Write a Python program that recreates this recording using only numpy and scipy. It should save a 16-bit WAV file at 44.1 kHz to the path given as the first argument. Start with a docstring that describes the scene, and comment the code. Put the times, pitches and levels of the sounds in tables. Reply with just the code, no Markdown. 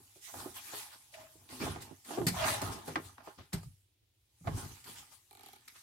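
"""Inside a parked vehicle, someone works both feet out of soft slippers, close to a phone.
From the start, over a faint hush, denim swishes, soles scrape grit and rub the mat, and heels bump
the floor pan. From 1.1 s an emptying slipper sounds hollow; from 1.8 s cloth slips in sharp scuffs.
A heel groans on rubber at 2.1 s. The legs rest around 4 s, then move again, and at 5.3 s a pedal
creaks in a quick run of ticks as a foot shifts on it."""
import sys
import numpy as np
from scipy import signal
from scipy.fft import rfft, irfft
from scipy.io import wavfile
from scipy.ndimage import uniform_filter1d

SR = 44100
rng = np.random.default_rng(int(sys.argv[2]) if len(sys.argv) > 2 else 0)


def store_wav(level_fs):
    """Save 16-bit WAV to argv[1]."""
    pcm = np.round(np.clip(np.atleast_2d(level_fs), -1, 1) * 32767)
    wavfile.write(sys.argv[1], SR, pcm.T.astype(np.int16))


N = 256662
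TIME = np.arange(N) / SR
TOP_HZ = 15850


def undb(db):
    """Decibels to gain."""
    return 10 ** (np.asarray(db) / 20)


def rms(x):
    """Root mean square."""
    return np.sqrt(np.mean(x ** 2))


def pan(left_minus_right_db):
    """Left and right gains."""
    return undb(np.array([[1], [-1]]) * left_minus_right_db / 2)


def fade(t, t60):
    """Exponential decay, 60 dB down after t60."""
    return np.exp(-np.log(1000) * t / t60)


def curve(rows, column):
    """One table column, linearly interpolated over time."""
    rows = np.array(rows)
    return np.interp(TIME, rows[:, 0], rows[:, column])


def bins(size):
    """FFT frequencies, floored at 1 Hz."""
    return np.maximum(np.fft.rfftfreq(size, 1 / SR), 1)


def shape(points, hz):
    """Gain of a spectrum table, interpolated over log frequency."""
    freq_hz, gain_db = np.transpose(points)
    return undb(np.interp(np.log(hz), np.log(freq_hz), gain_db))


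def resonance(hz, centre_hz, width_hz):
    """Band-pass response, gain 1 at its centre."""
    return 1 / (1 + 1j * (hz ** 2 - centre_hz ** 2) / (hz * width_hz))


def ring(modes, t, detune):
    """Damped modes after a blow, each randomly detuned."""
    out = 0
    for hz, db, t60 in modes:
        detuned_hz = hz * (1 + detune * rng.standard_normal())
        out += undb(db) * fade(t, t60) * np.sin(2 * np.pi * detuned_hz * t)
    return out


def add(out, start_s, sound):
    """Mix a sound in at start_s."""
    i = int(start_s * SR)
    out[:, i:i + sound.shape[-1]] += sound[..., :N - i]


def friction(rate_hz, spread_db, t60_s, smooth_share):
    """Friction force: surfaces catch and release at random, over a share of smooth sliding."""
    sizes = undb(spread_db * np.minimum(rng.exponential(size=N), 3))
    catches = rng.random(N) < rate_hz / SR
    energy = signal.lfilter([1], [1, -fade(2 / SR, t60_s)], catches * sizes ** 2)
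    return np.sqrt(smooth_share + (1 - smooth_share) * energy / energy.mean())


def strokes(rows, levels_db, hold_s=0.0041, stop_share=0.48):
    """Envelope of sliding strokes: each swells, holds, decays and stops near stop_share of its t60."""
    power = np.zeros((1, N))
    for (start_s, rise_s, t60_s, *_), gain in zip(rows, undb(levels_db)):
        t = TIME[:int((rise_s + hold_s + t60_s) * SR)]
        swell = np.sin(np.pi / 2 * np.minimum(t / rise_s, 1)) ** 1.06
        slowing_s = np.maximum(t - rise_s - hold_s, 0)
        stop = np.exp(-(slowing_s / (stop_share * t60_s)) ** 6)
        add(power, start_s, (gain * swell * fade(slowing_s, t60_s) * stop) ** 2)
    return np.sqrt(power[0])


# Stereo width: freq_hz, side_minus_mid_db
STEREO_WIDTH = [(60, -28), (125, -13.5), (250, -8), (500, -6), (1000, -1.5), (12000, 0)]


def stereo_noise(force, response):
    """Filtered noise under a force envelope; bass near mono, mid rms 1."""
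    size = len(force)
    mid, side = irfft(rfft(force * rng.standard_normal((2, size))) * response, size)
    side = irfft(rfft(side) * shape(STEREO_WIDTH, bins(size)), size)
    return np.array([mid + side, mid - side]) / rms(mid)


# Footwell metal resonances: centre_hz, width_hz, gain_db
FOOTWELL_RESONANCES = [(387, 25, 4.5), (688, 90, 5), (823, 22, 4), (1040, 50, 1.5), (1215, 21, 6.5),
                       (1800, 21, 3.5), (1970, 35, 3), (2200, 16, 1), (2406, 30, 2.5), (4570, 45, 2.5),
                       (12750, 400, 0)]


def footwell(hz):
    """The footwell metal lifts narrow bands of whatever touches it."""
    return 1 + sum((undb(gain_db) - 1) * resonance(hz, centre_hz, width_hz)
                   for centre_hz, width_hz, gain_db in FOOTWELL_RESONANCES)


# Cab hush spectrum: freq_hz, density_db
HUSH_SPECTRUM = [(20, -19.5), (50, 2.5), (110, 9), (170, -17.5), (300, -9), (520, -17.5), (1200, -27),
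                 (3300, -17), (8000, -27), (16000, -23.5)]


def hush(level_db=-76):
    """Faint, steady, low noise in the cab."""
    return undb(level_db) * stereo_noise(np.ones(N), shape(HUSH_SPECTRUM, bins(N)))


# Faint rustle of restless legs: time_s, level_db
FIDGET_LEVELS = [(0, -67), (1.4, -67), (2.0, -67.5), (3.35, -77), (3.72, -79), (3.85, -100), (4.27, -84.5),
                 (4.6, -56), (5.15, -76.5), (5.27, -72.5), (5.5, -67), (5.62, -73), (5.72, -66),
                 (5.82, -65.5)]


def fidget(offset_db=0):
    """Envelope of the slow rubbing between strokes."""
    return undb(curve(FIDGET_LEVELS, 1) + offset_db)


# Trouser leg strokes: start_s, rise_s, t60_s, level_db, left_minus_right_db
DENIM_STROKES = [ (.145, .025, 0.24, -64, -6), (.205, 0.057, 0.84, -52, -3.5), (.31, 0.094, 0.99, -52, -1),
                 (.535, 0.033, 0.25, -48.5, 1), (.59, .11, 1, -51, 0), (.71, 0.07, 0.46, -46.5, .5),
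                 (.91, 0.02, 0.18, -63.5, -14), (1.115, 0.016, 1, -61.5, 1), (1.475, 0.072, 0.52, -54, 2.5),
                 (1.575, 0.079, 0.45, -47, 1), (1.8, 0.018, 0.33, -57, -5), (2.034, 0.1, 0.91, -52, -1),
                 (2.289, .13, 0.36, -47.5, 4.5), (2.43, 0.065, 0.38, -38.5, 4),
                 (2.612, 0.0066, 0.77, -47, 0), (2.709, 0.022, 0.094, -49.5, 2), (2.84, 0.027, 1, -58, -2),
                 (2.99, .07, 0.28, -59, 7), (3.225, 0.038, 0.84, -63.5, 0), (3.54, 0.026, 1, -66.5, -3),
                 (3.628, 0.0035, .12, -62, 1), (4.445, 0.037, .9, -64.5, 3),
                 (4.535, 0.069, 0.19, -51.5, -1), (4.85, 0.045, 0.82, -54, -0.5),
                 (4.965, 0.025, 0.18, -55.5, 4.5), (5.1, .035, 0.42, -62.5, 7),
                 (5.748, .012, 0.14, -68, -2)]
# Denim spectrum: freq_hz, density_db
DENIM_SPECTRUM = [(400, -35.5), (1000, -10), (2000, 0.5), (3200, 3.5), (5000, 4), (7500, 6.5), (10000, 7),
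                  (13000, 4), (16000, -4.5)]


def denim():
    """Thousands of threads flick past each other: a fine, bright swish."""
    hz = bins(N)
    *_, level_db, pan_db = np.transpose(DENIM_STROKES)
    threads = friction(rate_hz=690, spread_db=3.5, t60_s=0.0017, smooth_share=0.82)
    swish = stereo_noise(threads, shape(DENIM_SPECTRUM, hz) * footwell(hz))
    envelopes = [strokes(DENIM_STROKES, level_db + side * pan_db / 2) for side in (1, -1)]
    return swish * np.hypot(envelopes, fidget())


# Sole or sock slides on the floor: start_s, rise_s, t60_s, scrape_db, rasp_db, mat_db, boom_db
FOOT_SLIDES = [ (0, 0.0043, 0.21, -74, -83, -67, -62.5), (0.269, .014, .25, -58.5, -64, -84, -75),
               (.32, 0.09, 0.54, -52.5, -72, -55.5, -55.5), (0.551, 0.025, 0.26, -58, -56.5, -70, -70),
               (.615, 0.095, .35, -63.5, -58.5, -67.5, -78), (0.714, 0.032, 0.67, -53, -53, -68.5, -68),
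               (0.911, 0.027, 0.11, -59, -61, -92, -91), (1.122, 0.091, 0.49, -63.5, -64, -72, -69.5),
               (1.35, 0.11, 0.45, -76, -89, -72, -70), (1.483, 0.051, 1, -57, -58.5, -55, -62.5),
               (1.595, 0.025, 0.69, -46, -47.5, -41.5, -40.5), (1.8, 0.0098, 0.48, -58.5, -59.5, -58, -55),
               (2.048, 0.1, 0.17, -51.5, -55.5, -51.5, -82), (2.17, 0.061, 0.59, -62, -64, -48, -46.5),
               (2.319, 0.13, 0.72, -40, -42.5, -55, -43.5), (2.43, 0.071, 0.46, -39.5, -40, -45, -53),
               (2.61, 0.0087, 0.83, -47, -50.5, -46, -50), (2.62, 0.082, 0.23, -48, -67, -48.5, -42),
               (2.71, 0.055, 0.34, -56, -63, -56, -58), (2.852, 0.044, 0.51, -60, -55, -47, -71),
               (3.03, 0.026, 0.36, -60.5, -63, -68, -58), (3.169, 0.019, 0.54, -60, -70, -68, -70),
               (3.23, 0.049, .22, -55.5, -63.5, -77, -82), (3.374, 0.016, 0.32, -64.5, -60.5, -60.5, -54),
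               (3.523, 0.01, 0.26, -52, -57.5, -70, -51), (3.63, 0.036, 0.2, -94, -80, -84, -48.5),
               (4.438, 0.057, 0.42, -55.5, -63, -48, -38), (4.52, 0.022, 0.29, -59, -61, -67, -39.5),
               (4.55, 0.03, 0.38, -53, -59.5, -51.5, -59), (4.62, 0.024, 0.42, -57, -64, -54.5, -43.5),
               (4.69, 0.023, 0.87, -77, -64, -72.5, -66), (4.845, 0.029, 0.69, -58, -57.5, -63, -61),
               (4.955, .012, 0.35, -63, -58, -96, -70), (5.112, 0.0089, 0.23, -65, -66.5, -92, -69),
               (5.33, 0.14, .9, -72.5, -66, -70.5, -84), (5.673, .011, 0.19, -85, -62.5, -80, -89),
               (5.74, 0.016, 0.31, -87, -61.5, -97, -83)]
# Sole scrape spectrum: freq_hz, density_db
SCRAPE_SPECTRUM = [(250, -18.5), (480, -10.5), (650, -6), (850, 5), (1100, 0), (1500, -4.5), (2500, -22),
                   (8000, -57.5)]
# Grit rasp spectrum: freq_hz, density_db
RASP_SPECTRUM = [(700, -29.5), (1300, -5.5), (1900, -4.5), (2500, -5.5), (3500, -5.5), (6000, -11.5),
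                 (12000, -40)]


def soles(pan_db=-1):
    """Grit catches under the soles and rings the footwell and the slipper's hollow."""
    hz = bins(N)
    *_, scrape_db, rasp_db, _, _ = np.transpose(FOOT_SLIDES)
    grip = friction(rate_hz=520, spread_db=2.5, t60_s=0.043, smooth_share=0.11)
    grit = friction(rate_hz=2100, spread_db=4, t60_s=0.0025, smooth_share=0.23)
    scrape = stereo_noise(grip, shape(SCRAPE_SPECTRUM, hz) * footwell(hz))
    scrape *= np.hypot(strokes(FOOT_SLIDES, scrape_db), fidget(offset_db=-14))
    rasp = stereo_noise(grit, shape(RASP_SPECTRUM, hz) * footwell(hz))
    rasp *= strokes(FOOT_SLIDES, rasp_db)
    return (scrape + rasp + slipper_hollow(grip)) * pan(pan_db)


# Floor pan boom spectrum: freq_hz, density_db
BOOM_SPECTRUM = [(20, -22), (38, -8.5), (55, -5.5), (72, -2), (92, 3.5), (125, 1), (180, -15), (280, -24),
                 (600, -61)]
# Mat rub spectrum: freq_hz, density_db
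MAT_SPECTRUM = [(90, -13), (185, -5.5), (250, 4.5), (340, -1.5), (430, -4.5), (600, -14.5), (1200, -46.5)]


def floor_drag():
    """Slower, heavier slips in the same slides shake the floor pan and rub the mat."""
    hz = bins(N)
    *_, mat_db, boom_db = np.transpose(FOOT_SLIDES)
    grip = friction(rate_hz=130, spread_db=1.5, t60_s=0.084, smooth_share=0.34)
    boom = stereo_noise(grip, shape(BOOM_SPECTRUM, hz))
    boom *= np.hypot(strokes(FOOT_SLIDES, boom_db), fidget(offset_db=-13.5))
    mat = stereo_noise(grip, shape(MAT_SPECTRUM, hz) * footwell(hz))
    mat *= np.hypot(strokes(FOOT_SLIDES, mat_db), fidget(offset_db=-21))
    return boom + mat


# Blows on floor and pedals: start_s, knock_db, pitch_hz, t60_s, thump_db, left_minus_right_db
HEEL_BUMPS = [(.158, -62, 376, 0.19, -82, -3), (.339, -44, 685, 0.086, -68, 0),
              (0.459, -39.5, 303, 0.12, -80, -2.5), (.732, -48, 420, 0.21, -79, -2),
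              (.953, -65, 293, 0.052, -84, -6), (1.139, -49, 2430, 0.08, -84, 0),
              (1.353, -62, 326, 0.11, -61.5, -6), (1.490, -51, 3130, 0.02, -75, -4),
              (1.625, -37, 225, 0.06, -51, -4), (1.637, -31.5, 327, 0.033, -57, -6),
              (1.666, -36, 706, 0.067, -45, 1), (1.678, -38.5, 320, 0.059, -37.5, -7),
              (1.760, -38, 700, 0.029, -47, -0.5), (1.910, -47, 257, 0.1, -67, -11),
              (2.107, -39, 740, 0.098, -69, -6), (2.173, -35, 646, 0.05, -42, 4),
              (2.185, -29.5, 375.5, 0.051, -61, 9.5), (2.216, -32, 327, 0.028, -37.5, -10),
              (2.267, -29.5, 175.5, 0.25, -34.5, -1), (2.622, -35, 692, 0.032, -36.5, 2),
              (2.879, -37, 508, 0.11, -39, 2), (2.957, -27, 1140, 0.043, -42.5, -0.5),
              (2.965, -38, 322.4, 0.16, -60, -2), (3.181, -44, 990, 0.017, -95, -1),
              (3.205, -55, 900, 0.036, -78, -17), (3.273, -43.5, 470, 0.1, -86, -1),
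              (3.387, -51, 550, 0.069, -71, 2), (3.530, -44.5, 174, 0.16, -63.5, -6),
              (3.539, -32.5, 107.7, 0.19, -34, 0.5), (3.632, -50.5, 980, 0.019, -48, 4.5),
              (4.408, -62.5, 297.6, 0.07, -46, -1.5), (4.472, -31, 632, 0.047, -32, -1),
              (4.478, -32, 680, 0.036, -65, -5), (4.485, -38, 252, 0.05, -43, -2),
              (4.888, -46, 241, 0.034, -57, 2), (5.757, -62.5, 860, 0.053, -82, 0)]
# Floor pan modes: freq_hz, level_db, t60_s
FLOOR_PAN_MODES = [(51.4, -24, 0.05), (94.8, -10.5, 0.6), (131.7, -2.5, 0.13), (158.5, -1, 0.21),
                   (229.6, -17.5, 0.22)]


def heel_bumps(push_s=0.012, clatter_db=-1, tone_db=1, tone_below_hz=600):
    """A heel or slipper lands: a hollow knock, duller for softer contact, and a floor pan boom."""
    out, t = np.zeros((2, N)), TIME[:SR // 2]
    hz = bins(len(t))
    for start_s, knock_db, pitch_hz, t60_s, thump_db, pan_db in HEEL_BUMPS:
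        force = fade(t, t60_s)
        lowpass = 1 / (1 + 1j * hz / (1.4 * pitch_hz))
        contact = resonance(hz, pitch_hz, width_hz=0.71 * pitch_hz) * lowpass
        clatter = undb(clatter_db) * stereo_noise(force, contact * footwell(hz)) * rms(force)
        # Soft, low blows swing the whole struck spot; hard taps mostly clatter.
        swing = undb(tone_db) / (1 + (pitch_hz / tone_below_hz) ** 2)
        tone = swing * force * np.minimum(t * pitch_hz, 1) * np.sin(2 * np.pi * pitch_hz * t)
        # A padded heel loads the floor gradually.
        boom = ring(FLOOR_PAN_MODES, t, detune=0.013) * np.minimum(t / push_s, 1)
        bump = undb(knock_db) * (clatter + tone) + undb(thump_db) * boom
        add(out, start_s, bump * pan(pan_db))
    return out


# Rubs inside a slipper: start_s, rise_s, t60_s, level_db
SLIPPER_RUBS = [(1.124, 0.031, 0.63, -55.5), (2.1, 0.043, 0.17, -48), (2.35, 0.077, 0.29, -37.5),
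                (2.48, 0.052, 0.22, -39)]


def slipper_hollow(grip):
    """The foot rubs an emptying slipper, whose hollow resonates."""
    *_, level_db = np.transpose(SLIPPER_RUBS)
    cavity = resonance(bins(N), centre_hz=640, width_hz=68) ** 2
    return stereo_noise(grip, cavity) * strokes(SLIPPER_RUBS, level_db)


# Quick slips of cloth and fleece lining: start_s, level_db, rise_s, t60_s
CLOTH_SLIPS = [(1.816, -50.5, 0.0055, 0.038), (2.047, -56.5, 0.0012, 0.1), (2.266, -30, 0.002, 0.11),
               (2.278, -33.5, 0.0058, 0.03), (2.616, -39.5, 0.0012, 0.035), (2.875, -51, 0.002, 0.13),
               (3.528, -40.5, 0.005, 0.073), (3.577, -59.5, 0.0039, 0.043), (4.84, -55, 0.0022, 0.1),
               (5.677, -51, 0.0035, 0.026)]
# Scuff spectrum: freq_hz, density_db
SCUFF_SPECTRUM = [(150, -19), (400, -2.5), (650, -14), (1300, 1.5), (2200, 5.5), (3300, -3), (4600, 6.5),
                  (6200, -1.5), (8200, 5), (11000, -2.5), (13000, 3.5), (16000, -18)]


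def cloth_scuffs(pan_db=2):
    """Cloth gives way: a sharp, bright burst that dies as the foot comes free."""
    out, t = np.zeros((2, N)), TIME[:SR // 3]
    hz = bins(len(t))
    response = shape(SCUFF_SPECTRUM, hz) * footwell(hz)
    for start_s, level_db, rise_s, t60_s in CLOTH_SLIPS:
        force = np.minimum(t / rise_s, 1) * fade(np.maximum(t - 2 * rise_s, 0), t60_s)
        add(out, start_s, undb(level_db) * stereo_noise(force, response) * rms(force))
    return out * pan(pan_db)


# Heel judder on the rubber mat: time_s, slip_rate_hz, level_db
HEEL_JUDDER = [(2.085, 256.3, -57), (2.112, 289, -48.5), (2.168, 333.8, -50), (2.185, 388, -30.5),
               (2.198, 386.5, -42.5), (2.212, 381, -32.5), (2.226, 342.7, -38.5), (2.26, 294, -43),
               (2.3, 270, -59)]


def heel_groan(jitter=0.065, overtone_db=-13, pan_db=-3):
    """The heel sticks and slips on rubber: an uneven note that rises, then falls."""
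    wobble = uniform_filter1d(rng.standard_normal(N), SR // 300)
    slip_hz = curve(HEEL_JUDDER, 1) * (1 + jitter * wobble / rms(wobble))
    phase = 2 * np.pi * np.cumsum(slip_hz) / SR
    note = np.sin(phase) + undb(overtone_db) * (np.sin(2 * phase) + 0.5 * np.sin(3 * phase))
    sliding = (TIME > HEEL_JUDDER[0][0]) & (TIME < HEEL_JUDDER[-1][0])
    return note / rms(note) * sliding * undb(curve(HEEL_JUDDER, 2)) * pan(pan_db)


# Pedal pivot slips: start_s, level_db
PIVOT_SLIPS = [(5.310, -57.5), (5.329, -59), (5.351, -58.5), (5.372, -61), (5.394, -59), (5.409, -59.5),
               (5.434, -56.5), (5.461, -54.5), (5.486, -56), (5.532, -55.5), (5.561, -60.5)]
# Pedal modes: freq_hz, level_db, t60_s
PEDAL_MODES = [(276, -5, 0.061), (387, 2.5, 0.059), (800, 13, 0.045), (920, 4, 0.018), (1220, -1, 0.074),
               (2320, 7, 0.032)]
# Pivot tick spectrum: freq_hz, density_db
TICK_SPECTRUM = [(1000, -10.5), (2900, -10), (4000, 1), (5900, -20.5), (8000, -8.5), (10500, -6),
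                 (12600, -1.5), (14000, -17), (16000, -24)]


def pedal_creak(tick_db=5, bloom_s=0.0049, choke_s=0.013, pan_db=-3):
    """Each pivot slip ticks brightly; the pedal follows with a short, woody ring."""
    out, t = np.zeros((2, N)), TIME[:SR // 8]
    force = fade(t, t60=0.018)
    bloom = np.minimum(t / bloom_s, 1) ** 2
    choke = np.exp(-(t / choke_s) ** 2)  # the foot damps the ring as the pivot sticks again
    for start_s, level_db in PIVOT_SLIPS:
        body = np.array([ring(PEDAL_MODES, t, detune=0.033) for _ in range(2)]) * bloom * choke
        tick = stereo_noise(force, shape(TICK_SPECTRUM, bins(len(t)))) * rms(force)
        add(out, start_s, undb(level_db) * (body + undb(tick_db) * tick))
    return out * pan(pan_db)


def flutter(x, depth_db=4, rate_hz=28, low_hz=300, bands=26):
    """Folds and contact patches change during a slide, so each narrow band flickers independently."""
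    band_position = np.interp(np.log(bins(N)), np.log([low_hz, TOP_HZ]), [0, bands - 1])
    spectrum, out = rfft(x), 0
    for band in range(bands):
        knots = rng.standard_normal((2, 600))
        knot_position = TIME * rate_hz + band / bands
        flicker = np.array([np.interp(knot_position, np.arange(len(side)), side) for side in knots])
        gain = undb(depth_db * flicker)
        window = np.maximum(1 - abs(band_position - band), 0)
        out += gain / rms(gain) * irfft(spectrum * window, N)
    return out


def cab_reverb(x, t60_s=0.16, delay_s=0.004, wet_db=-13):
    """The small cab returns a short, dull tail."""
    t = TIME[:SR // 3]
    response = resonance(bins(len(t)), centre_hz=2700, width_hz=9200)
    tail = stereo_noise(fade(t, t60_s) * (t > delay_s), response) / np.sqrt(len(t))
    return x + undb(wet_db) * signal.fftconvolve(x, tail, axes=1)[:, :N]


def scene():
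    """Leg and foot movements in the cab, over its hush."""
    rubbing = flutter(denim() + soles()) + floor_drag()
    movements = rubbing + heel_bumps() + cloth_scuffs() + heel_groan() + pedal_creak()
    return cab_reverb(movements) + hush()


def record(dry, low_hz=40):
    """The phone thins the deepest bass and cuts the top treble."""
    highpass = signal.butter(3, low_hz, "highpass", fs=SR, output="sos")
    lowpass = signal.ellip(10, 0.2, 70, TOP_HZ, fs=SR, output="sos")
    return signal.sosfilt(lowpass, signal.sosfilt(highpass, dry))


dry = scene()
out = record(dry)
store_wav(out)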